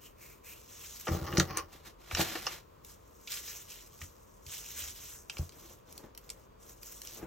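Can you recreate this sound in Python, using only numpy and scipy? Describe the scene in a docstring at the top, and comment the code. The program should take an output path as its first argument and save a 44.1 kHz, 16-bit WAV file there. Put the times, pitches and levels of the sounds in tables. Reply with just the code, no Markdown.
"""First you hear the cap slide off a glue stick, close by on a crafting table in a small, quiet room.
Scissors judder over the cutting mat, then clack and ring among other tools while the table thumps.
Fingers slide a card over paper: the fibres hiss, and fingernails tap the card. The glue stick lands
with a soft thump and is rubbed about with small tacky ticks. Rubbing is made of many tiny slips;
a knock is a short push that makes an object ring at its own notes (its modes)."""
import sys
import numpy as np
from scipy import signal
from scipy.fft import rfft, irfft
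from scipy.io import wavfile
from scipy.ndimage import uniform_filter1d

SR = 44100
rng = np.random.default_rng(int(sys.argv[2]) if len(sys.argv) > 2 else 0)


def transcribe(signal):
    """Save signal, clipped to [-1, 1], as a 16-bit WAV file at the path in sys.argv[1]."""
    frames = np.atleast_2d(signal).T
    limited = np.clip(frames, -1, 1)
    pcm = np.round(limited * 32767).astype(np.int16)
    wavfile.write(sys.argv[1], SR, pcm)


N = 320166
TIME = np.arange(N) / SR
FREQS = np.maximum(np.arange(N // 2 + 1) * SR / N, 1)

# Levels compare rows within a table; each layer then sets its own volume. A decay is a 60 dB fade.
# the room's steady background noise: (frequency [Hz], level [dB])
ROOM_TONE = [(25, -1.5), (45, 6), (90, -2), (260, -9), (480, -5), (750, -12.5), (1050, -8), (1600, -22.5),
             (6000, -33), (15500, -36)]
# how alike the background noise and echoes sound in left and right; the top treble is narrow:
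# (frequency [Hz], likeness [about -1 to 1])
LIKENESS = [(80, 0.99), (200, 0.19), (400, 0.021), (800, -1.06), (1500, 0.62), (3500, 0.2), (5000, -0.88),
            (6500, 1)]
# how far the left microphone's wave runs ahead: (frequency [Hz], phase [rad])
MIC_PHASE = [(150, 0), (800, -.7), (1500, 0), (4200, .3), (4750, 3.14), (5200, 6.2), (7500, 7.8),
             (10100, 9.42), (14800, 12.4)]
# how much louder the left microphone is: (frequency [Hz], level [dB])
MIC_BALANCE = [(60, 0), (170, 1.5), (600, 3.8), (1400, 1), (4400, -2.5), (5500, 0)]
# hands leaning on the table: (time [s], level [dB])
LEAN = [(2.6, -70), (3.98, -72), (4.03, -52), (4.16, -98), (4.82, -55), (5.2, -80)]
# the rumble they make: (frequency [Hz], level [dB])
RUMBLE_TONE = [(25, -34), (50, -13.5), (80, 6), (140, -15.5), (300, -13), (800, -26.5)]
# notes of the table top: (frequency [Hz], level [dB], decay [s])
TABLE_MODES = [(86, -3, 0.14), (138, -0.5, 0.13), (175.5, -1.5, 0.16), (250, -2, 0.04), (322, 3.5, 0.074),
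               (380.6, -8.5, 0.1), (497, -3, 0.2), (581, -5, 0.12), (771, -4.5, 0.088)]
# soft blows on the table: (time [s], level [dB], contact time [s])
THUMPS = [(1.089, -22.5, 0.0015), (1.112, -22, 0.0056), (1.149, -23, 0.0015), (1.218, -30.5, 0.006),
          (1.334, -27.5, 0.0035), (1.382, -14, 0.0031), (1.388, -22, 0.0011), (1.404, -23.5, 0.0017),
          (1.504, -35, 0.0055), (2.128, -32, 0.013), (2.195, -19.5, 0.0016), (4.022, -42, 0.0095),
          (4.464, -44.5, 0.0097), (5.391, -34, 0.00093), (5.392, -24, 0.0097), (7.229, -35.5, 0.0023)]

# cap twisted and pulled along the tube: (start [s], fastest [s], end [s], level [dB])
CAP_STROKES = [(0.02, 0.055, 0.082, -54), (0.185, 0.215, 0.36, -59.5), (0.445, 0.465, 0.49, -56),
               (0.485, 0.52, 0.56, -54)]
# note of the air in the cap: (time [s], pitch [Hz])
CAP_PITCH = [(0.06, 3000), (0.2, 2380), (0.46, 2520), (0.51, 2610), (0.56, 2790)]
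# hiss of the cap's rim: (frequency [Hz], width [Hz], level [dB])
RIM_MODES = [(6760, 370, -10), (7100, 12000, 0), (12120, 340, 3.5)]

# hiss of rubbed paper: (frequency [Hz], level [dB])
PAPER_TONE = [(800, -14), (1600, -8), (3000, -2.5), (4400, -5), (6100, 1.5), (8000, -1.5), (10300, -5.5),
              (12500, -0.5), (14300, -8.5), (15800, -10)]
# a hand sweeping over the paper towards the card: (time [s], level [dB])
REACH = [(0.56, -60), (0.66, -60.5), (0.76, -53.5), (1.15, -49.5), (1.22, -77.5)]
# fingers pushing the card: (start [s], fastest [s], end [s], level [dB], edge bite [dB])
CARD_STROKES = [(2.85, 2.905, 2.944, -56.5, -4.5), (3.0, 3.23, 5.8, -67.5, -8), (3.3, 3.32, 3.39, -42, 1),
                (3.435, 3.485, 3.62, -49.5, -0.5), (3.68, 3.71, 3.806, -55, 3.5),
                (3.87, 3.95, 4.18, -67, -0.5), (4.02, 4.045, 4.01, -44, -4), (4.48, 4.545, 4.605, -46, -2),
                (4.64, 4.68, 4.78, -52, 0), (4.765, 4.81, 4.915, -45.5, 0), (4.95, 5.04, 5.156, -52, -1),
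                (5.1, 5.13, 5.21, -55.5, -19)]
# fingernails on card and paper: (time [s], level [dB], brightness [Hz], chatter decay [s])
NAIL_TAPS = [(2.8476, -34.5, 8100, 0.016), (3.2738, -30.5, 3500, 0.046), (3.372, -30, 2607, 0.0096),
             (4.0148, -32.5, 1978, 0.029), (4.465, -32.5, 5937, 0.033)]
# notes of the card: (frequency [Hz], width [Hz], level [dB])
CARD_MODES = [(2200, 330, -2.5), (2960, 670, 0), (6340, 3600, -17)]

# glue stick on the card: (start [s], fastest [s], end [s], hiss [dB], edge bite [dB], smear [dB])
GLUE_STROKES = [(5.31, 5.402, 5.46, -57.5, -3, -59), (5.53, 5.717, 5.76, -63.5, 0, -62.5),
                (5.872, 5.924, 6.05, -63.5, -1, -63), (6.034, 6.042, 6.08, -76, 8, -53.5),
                (6.207, 6.287, 6.44, -67, -3, -66), (6.601, 6.63, 6.78, -64, -5.5, -68),
                (6.696, 6.697, 6.705, -57.5, -6, -79), (6.826, 6.893, 7.02, -54, -6.5, -72),
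                (7.035, 7.126, 7.19, -54, 0.5, -63), (7.177, 7.174, 7.27, -67, 3.5, -56.5),
                (7.228, 7.243, 7.26, -68, -6, -46.5)]
# dull smear of soft glue: (frequency [Hz], level [dB])
GLUE_TONE = [(90, 7), (170, -1), (370, 3), (800, -4.5), (1200, -7.5), (2500, -17.5), (6000, -58)]
# glue stick and sticky card ticking: (time [s], level [dB], brightness [Hz], chatter decay [s])
GLUE_TICKS = [(5.2977, -23, 3020, 0.018), (5.3694, -30, 2400, 0.011), (5.3828, -34, 5423, 0.034),
              (5.493, -36, 6060, 0.011), (5.5218, -45, 4600, 0.018), (5.9264, -33.5, 9000, 0.004),
              (5.9788, -28, 9000, 0.008), (6.1497, -39, 9600, 0.0093), (6.176, -30, 10000, 0.019),
              (6.2925, -35, 5000, 0.0085), (6.3015, -21, 6000, 0.012), (6.8312, -32, 9000, 0.0095),
              (7.0177, -29, 7560, 0.0057), (7.0728, -30, 6530, 0.007)]
# notes of the stick's barrel, muffled by the hand: (frequency [Hz], width [Hz], level [dB])
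BARREL_MODES = [(800, 400, -7), (1500, 500, -2), (2350, 400, -2), (3120, 550, 0), (4300, 800, -2),
                (5750, 450, 3), (7000, 700, -3), (10500, 4000, -2)]

# notes of the scissors: (frequency [Hz], width [Hz], level [dB])
SCISSOR_MODES = [(334, 60, -4), (503, 30, 4), (754, 40, -1), (1090, 45, 2), (1250, 160, -2),
                 (1490, 200, -2), (1810, 160, -1), (2440, 400, -4), (2900, 300, -6), (4350, 800, -4),
                 (5800, 800, -3), (10500, 4000, -7)]
# scissors dragged over the mat: (time [s], level [dB])
DRAG = [(1.04, -74.5), (1.126, -43), (1.246, -49), (1.42, -41), (1.474, -50.5), (1.622, -56.5),
        (1.95, -82.5)]
# sound of the rubbed mat: (frequency [Hz], level [dB])
MAT_TONE = [(40, -12), (100, 4), (170, -14.5), (340, -12), (520, -6.5), (750, -23), (1150, -13.5),
            (2000, -37.5), (4300, -22), (8000, -25.5)]
# blades skidding: (start [s], fastest [s], end [s], level [dB])
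SKIDS = [(1.085, 1.15, 1.1, -42.5), (1.265, 1.275, 1.286, -40.5), (1.488, 1.505, 1.526, -43.5),
         (1.55, 1.585, 1.6, -38.5)]
# scissors shoved in among the tools: (start [s], fastest [s], end [s], level [dB])
SCRAPES = [(1.71, 1.74, 1.8, -58), (1.85, 1.878, 1.887, -50), (2.0, 2.03, 2.46, -60),
           (2.112, 2.125, 2.187, -44.5), (2.19, 2.215, 2.231, -30.5), (2.255, 2.298, 2.327, -42.5),
           (2.33, 2.36, 2.445, -46.5), (2.45, 2.53, 2.58, -47)]
# sound of the scraped tools: (frequency [Hz], level [dB])
TOOLS_TONE = [(150, -5.5), (350, -11.5), (750, -11), (2000, -8.5), (4300, -11), (6000, -11.5),
              (9000, -14.5), (13000, -13), (15500, -26.5)]
# scissors hitting tools: (time [s], level [dB], brightness [Hz], chatter decay [s], tool's note [Hz])
CLACKS = [(1.0705, -26, 997, 0.063, 1060), (1.081, -24, 1400, 0.026, 1130),
          (1.2655, -35.5, 2500, 0.04, 1300), (1.326, -29, 1300, 0.049, 1520),
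          (1.3715, -15, 4000, 0.025, 1470), (1.3795, -15.5, 5000, 0.025, 4400),
          (1.3985, -7, 4700, 0.011, 6000), (1.4, -16, 1200, 0.025, 950), (1.4074, -23.5, 2500, 0.021, 1454),
          (1.5722, -16, 10000, 0.01, 8530), (1.583, -26.5, 5000, 0.045, 1150),
          (2.111, -29.5, 1200, 0.027, 1110), (2.149, -17.5, 4112, 0.014, 3900),
          (2.171, -23, 2400, 0.064, 620), (2.192, -26, 626, 0.029, 774), (2.2129, -20.5, 3340, 0.012, 2850),
          (2.353, -26, 900, 0.07, 1250), (2.467, -19, 2200, 0.034, 2350)]


def from_db(db):
    """Turn decibels into a gain to multiply by."""
    return 10 ** (np.asarray(db) / 20)


def rms_one(x):
    """Scale a signal so its average strength (rms) is 1."""
    return x / np.sqrt(np.mean(x ** 2) + 1e-20)


def peak_one(x):
    """Scale a signal so its peak is 1."""
    return x / np.abs(x).max()


def add(track, time_s, sound):
    """Mix a sound into a track at the given time."""
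    start = int(time_s * SR)
    track[start:start + len(sound)] += sound[:N - start]


def over_freqs(points):
    """Join a table's points into a curve over all frequencies."""
    hz, value = np.transpose(points)
    return np.interp(np.log(FREQS), np.log(hz), value)


def level(rows):
    """Gain over time from a decibel curve, silent outside it."""
    db = np.interp(TIME, *np.transpose(rows), left=-120, right=-120)
    return uniform_filter1d(from_db(db), size=128)


def filtered(x, kind, hz, order):
    """Keep the lows, the highs or a band; a higher order cuts more sharply."""
    return signal.sosfilt(signal.butter(order, hz, kind, fs=SR, output="sos"), x)


def coloured(x, tone):
    """Shape a signal with a tone table, fading the bass below its first row."""
    bass_fade = 1 / np.sqrt(1 + (0.53 * tone[0][0] / FREQS) ** 4)
    return rms_one(irfft(rfft(x) * from_db(over_freqs(tone)) * bass_fade, N))


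def drift(rate_hz):
    """A slow random wobble."""
    return rms_one(irfft(rfft(rng.standard_normal(N)) / (1 + (FREQS / rate_hz) ** 2), N))


def resonate(x, hz, width_hz):
    """Ring at one note; the narrower the width, the longer it rings."""
    r = np.exp(-np.pi * width_hz / SR)
    feedback = [1, -2 * r * np.cos(2 * np.pi * hz / SR), r * r]
    return signal.lfilter(np.array([1, 0, -1]) * (1 - r * r) / 2, feedback, x + 1e-18)


def gliding(x, hz, width_hz):
    """Ring at a note that moves over time."""
    turn = np.exp(2j * np.pi * np.cumsum(hz) / SR)
    r = np.exp(-np.pi * width_hz / SR)
    return 2 * np.real(turn * signal.lfilter([1 - r], [1, -r], x / turn))


def ring(force, modes):
    """An object rings at all its notes, every second one swinging the opposite way."""
    return sum((-1) ** k * from_db(db) * resonate(force, hz, width)
               for k, (hz, width, db) in enumerate(modes))


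def friction(per_s, size_db, smooth, judder_db, judder_hz):
    """Tiny slips of uneven size over a smooth hiss; the pressure wavers."""
    slips = (rng.random(N) < per_s / SR) * rng.choice([-1, 1], N)
    sizes = from_db(size_db * np.minimum(rng.exponential(1, N), 4))
    hiss = smooth * rng.standard_normal(N)
    pressure = from_db(judder_db * drift(judder_hz))
    return rms_one((rms_one(slips * sizes) + hiss) * pressure)


def rubbing(tone, **slips):
    """Friction over a broad patch, which each microphone hears a little differently."""
    centre = coloured(friction(smooth=1, **slips), tone)
    spread = from_db(-14) * filtered(coloured(rng.standard_normal(N), tone), "low", 8500, order=4)
    return centre + np.array([spread, -spread])


def patchy(x, depth_db, rate_hz, bands):
    """Each frequency band swells and fades by itself as the contact moves on."""
    place = np.interp(np.log(FREQS), np.log([1000, 15950]), [0, bands - 1])
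    spectrum = rfft(x)
    parts = (irfft(spectrum * np.maximum(1 - np.abs(place - k), 0), N) for k in range(bands))
    return rms_one(sum(part * from_db(depth_db * drift(rate_hz)) for part in parts))


def stroke(start, fastest, end):
    """Gain of one rub: it catches, swells to its fastest moment, slows and lets go."""
    swell_db, roundness = 7.5, 1.28   # roundness 1 gives a pointed top, 2 a round one
    fade_db, attack_s, release_s = 18.5, 0.025, 0.052   # times to rise and fall by fade_db
    t = TIME[::32]
    before = (fastest - t) / max(fastest - start, .005)
    after = (t - fastest) / max(end - fastest, .005)
    off_top = np.clip(np.maximum(before, after), 0, 1)
    fade = np.maximum(start - t, 0) / attack_s + np.maximum(t - end, 0) / release_s
    return np.interp(TIME, t, from_db(-swell_db * off_top ** roundness - fade_db * np.minimum(fade, 10)))


def strokes(rows):
    """Gain of a run of rubs, each at its own level."""
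    return sum(from_db(db) * stroke(start, fastest, end) for start, fastest, end, db, *_ in rows)


def strikes(rows, modes, crack, chatter, vary_db, order):
    """A hit and its dying chatter ring an object and any tool it strikes; each has its own brightness."""
    out, t = np.zeros(N), TIME[:SR // 4]
    for time_s, db, bright_hz, decay_s, *tool_notes in rows:
        force = chatter * rng.standard_normal(len(t)) * from_db(-60 * t / decay_s)
        force[0] += 1   # the hit itself
        varied = [(hz, width, mode_db + vary_db * rng.normal()) for hz, width, mode_db in modes]
        sound = ring(force, varied) + crack * force
        low, high = np.clip([bright_hz / 1.7, bright_hz * 1.7], 50, 18000)
        sound = filtered(sound, "high", low, order)
        sound = peak_one(filtered(sound, "low", high, order=2))
        tool = sum(peak_one(resonate(force, hz, width_hz=300)) for hz in tool_notes)
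        add(out, time_s, from_db(db) * peak_one(sound + from_db(-8) * tool))
    return out


def diffuse(pair):
    """Turn two unrelated signals into sound that arrives from all sides."""
    alike = np.clip(over_freqs(LIKENESS), -.99, .995)
    mid, side = rfft(pair) * np.sqrt([1 + alike, 1 - alike])
    return irfft(np.array([mid + side, mid - side]) / np.sqrt(2), N)


def room_tone():
    """A faint, low, steady noise fills the room."""
    return from_db(-57.5) * diffuse(coloured(rng.standard_normal((2, N)), ROOM_TONE))


def room_echo(x, early_db=-7.5, early_decay_s=0.09, tail_db=-18, tail_decay_s=0.16):
    """Quick, thin echoes bounce off nearby clutter, followed by a short, duller tail."""
    arrived = TIME > .0025
    early = filtered(rng.standard_normal((2, N)), "high", 250, order=2)
    early = rms_one(early * arrived * from_db(-60 * TIME / early_decay_s))
    tail = filtered(rng.standard_normal((2, N)), "band", [200, 3000], order=1)
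    tail = rms_one(tail * arrived * from_db(-60 * TIME / tail_decay_s))
    echoes = diffuse(from_db(early_db) * early + from_db(tail_db) * tail) / np.sqrt(N)
    return signal.fftconvolve(x, echoes[:, :SR], axes=1)[:, :N]


def leaning_hands():
    """Hands lean on the table and make it rumble softly."""
    return from_db(0.5) * level(LEAN) * coloured(rng.standard_normal(N), RUMBLE_TONE)


def table_top(force):
    """The table top rings at a few low notes that die quickly."""
    return sum(from_db(db) * decay_s * resonate(force, hz, np.log(1000) / (np.pi * decay_s))
               for hz, db, decay_s in TABLE_MODES)


def thumps():
    """Each blow is a smooth push on the table; a shorter push wakes higher notes."""
    out, t = np.zeros(N), TIME[:SR // 2]
    for time_s, db, contact_s in THUMPS:
        push = np.sin(np.pi * np.minimum(t / contact_s, 1)) ** 2
        add(out, time_s, from_db(db) * peak_one(table_top(push)))
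    return out


def cap():
    """The rim rubs along the tube and sounds the hollow cap, whose pitch moves as it slides."""
    rub = friction(per_s=2400, size_db=0, smooth=1, judder_db=2, judder_hz=22)
    pitch = np.interp(TIME, *np.transpose(CAP_PITCH))
    hollow = from_db(5.5) * gliding(rub, pitch, width_hz=470)
    rim = sum(from_db(db) * resonate(rub, hz, width) for hz, width, db in RIM_MODES)
    return from_db(4.5) * strokes(CAP_STROKES) * rms_one(hollow + rim)


def edge_bite(rows):
    """How much the card's edge adds to or takes from the hiss of each rub."""
    return sum(from_db(db) * (from_db(bite_db) - 1) * stroke(start, fastest, end)
               for start, fastest, end, db, bite_db, *_ in rows)


def paper():
    """Fine fibres hiss and coarser ones snag; the card's edge shapes the lower part of the hiss."""
    reach = from_db(3) * level(REACH)
    finger_gain, stick_gain, reach_bite = from_db(4.5), from_db(5.5), from_db(-2) - 1
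    speed = reach + finger_gain * strokes(CARD_STROKES) + stick_gain * strokes(GLUE_STROKES)
    bite = reach * reach_bite + finger_gain * edge_bite(CARD_STROKES)
    bite += stick_gain * edge_bite(GLUE_STROKES)
    fibres = rubbing(PAPER_TONE, per_s=3000, size_db=0.5, judder_db=2, judder_hz=11)
    snags = coloured(friction(per_s=240, size_db=1.5, smooth=0, judder_db=2, judder_hz=25), PAPER_TONE)
    grain = patchy(fibres + from_db(-5) * snags, depth_db=2.1, rate_hz=22, bands=10)
    edge = signal.sosfiltfilt(signal.butter(4, [1700, 5100], "band", fs=SR, output="sos"), grain)
    return speed * grain + bite * edge


def nails():
    """Fingernails tap and flick the card, which rings briefly."""
    return from_db(-2) * strikes(NAIL_TAPS, CARD_MODES, crack=0.29, chatter=0.55, vary_db=-2, order=2)


def glue_stick():
    """Soft glue drags dully and crackles as its threads snap; the barrel ticks as it sticks and slips."""
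    pressure = sum(from_db(smear_db) * stroke(start, fastest, end)
                   for start, fastest, end, *_, smear_db in GLUE_STROKES)
    rub = friction(per_s=650, size_db=3.5, smooth=1, judder_db=2.5, judder_hz=37)
    smear = from_db(2.5) * pressure * coloured(rub, GLUE_TONE)
    snaps = friction(per_s=45, size_db=2.5, smooth=0, judder_db=2, judder_hz=10)
    crackle = from_db(-3) * strokes(GLUE_STROKES) * rms_one(resonate(snaps, hz=11000, width_hz=8000))
    ticks = strikes(GLUE_TICKS, BARREL_MODES, crack=0.051, chatter=0.36, vary_db=1.5, order=1)
    return smear + crackle + from_db(-1) * ticks


def handle_drag(judder):
    """The scissor handles judder over the mat, ring at their low notes and shake the table."""
    mat = from_db(1) * coloured(judder, MAT_TONE)
    table = from_db(0.5) * rms_one(table_top(judder))
    handles = sum(from_db(db) * resonate(judder, hz, width)
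                  for hz, width, db in SCISSOR_MODES if hz < 1400)
    return level(DRAG) * (mat + table + from_db(-11) * rms_one(handles))


def blade_skid(judder):
    """Sliding blades wake mostly the scissors' lower notes and keep one of them singing."""
    force = filtered(judder, "low", 2100, order=1) * strokes(SKIDS)
    singing = -from_db(7) * resonate(force, hz=1092, width_hz=36)   # minus: in step with the same mode
    return from_db(15.5) * (ring(force, SCISSOR_MODES) + singing)


def tool_scrape():
    """The scissors scrape in among the tools; a hard shove wakes the table top."""
    grit = rubbing(TOOLS_TONE, per_s=2000, size_db=1.5, judder_db=2, judder_hz=62)
    push = strokes(SCRAPES)
    table = resonate(grit, hz=357, width_hz=49) + from_db(-1) * resonate(grit, hz=723, width_hz=50)
    return from_db(2) * push * grit + from_db(13.5) * push ** 1.64 * rms_one(table)


def scissors():
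    """The scissors drag and skid over the mat, and scrape and clack against the tools."""
    judder = friction(per_s=300, size_db=1.5, smooth=0.58, judder_db=1.5, judder_hz=22)
    sliding = handle_drag(judder) + blade_skid(judder) + tool_scrape()
    clacks = strikes(CLACKS, SCISSOR_MODES, crack=0.17, chatter=0.28, vary_db=4, order=1)
    return sliding + from_db(-0.5) * clacks


def scene():
    """Everything on the table, with its echo and the room's steady noise."""
    near = leaning_hands() + paper() + nails() + cap() + scissors() + glue_stick() + thumps()
    return near + room_echo(near) + room_tone()


def record(dry):
    """The two microphones differ in phase and level; the deepest bass and highest treble are cut."""
    left = from_db(over_freqs(MIC_BALANCE) / 2) * np.exp(1j * over_freqs(MIC_PHASE) / 2)
    right = 1 / left
    treble_cut = 1 / np.sqrt(1 + (FREQS / 15950) ** 300)
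    dry = filtered(dry, "high", 35, order=4)
    return irfft(rfft(dry) * np.array([left, right]) * treble_cut, N)


dry = scene()
out = record(dry)
transcribe(out)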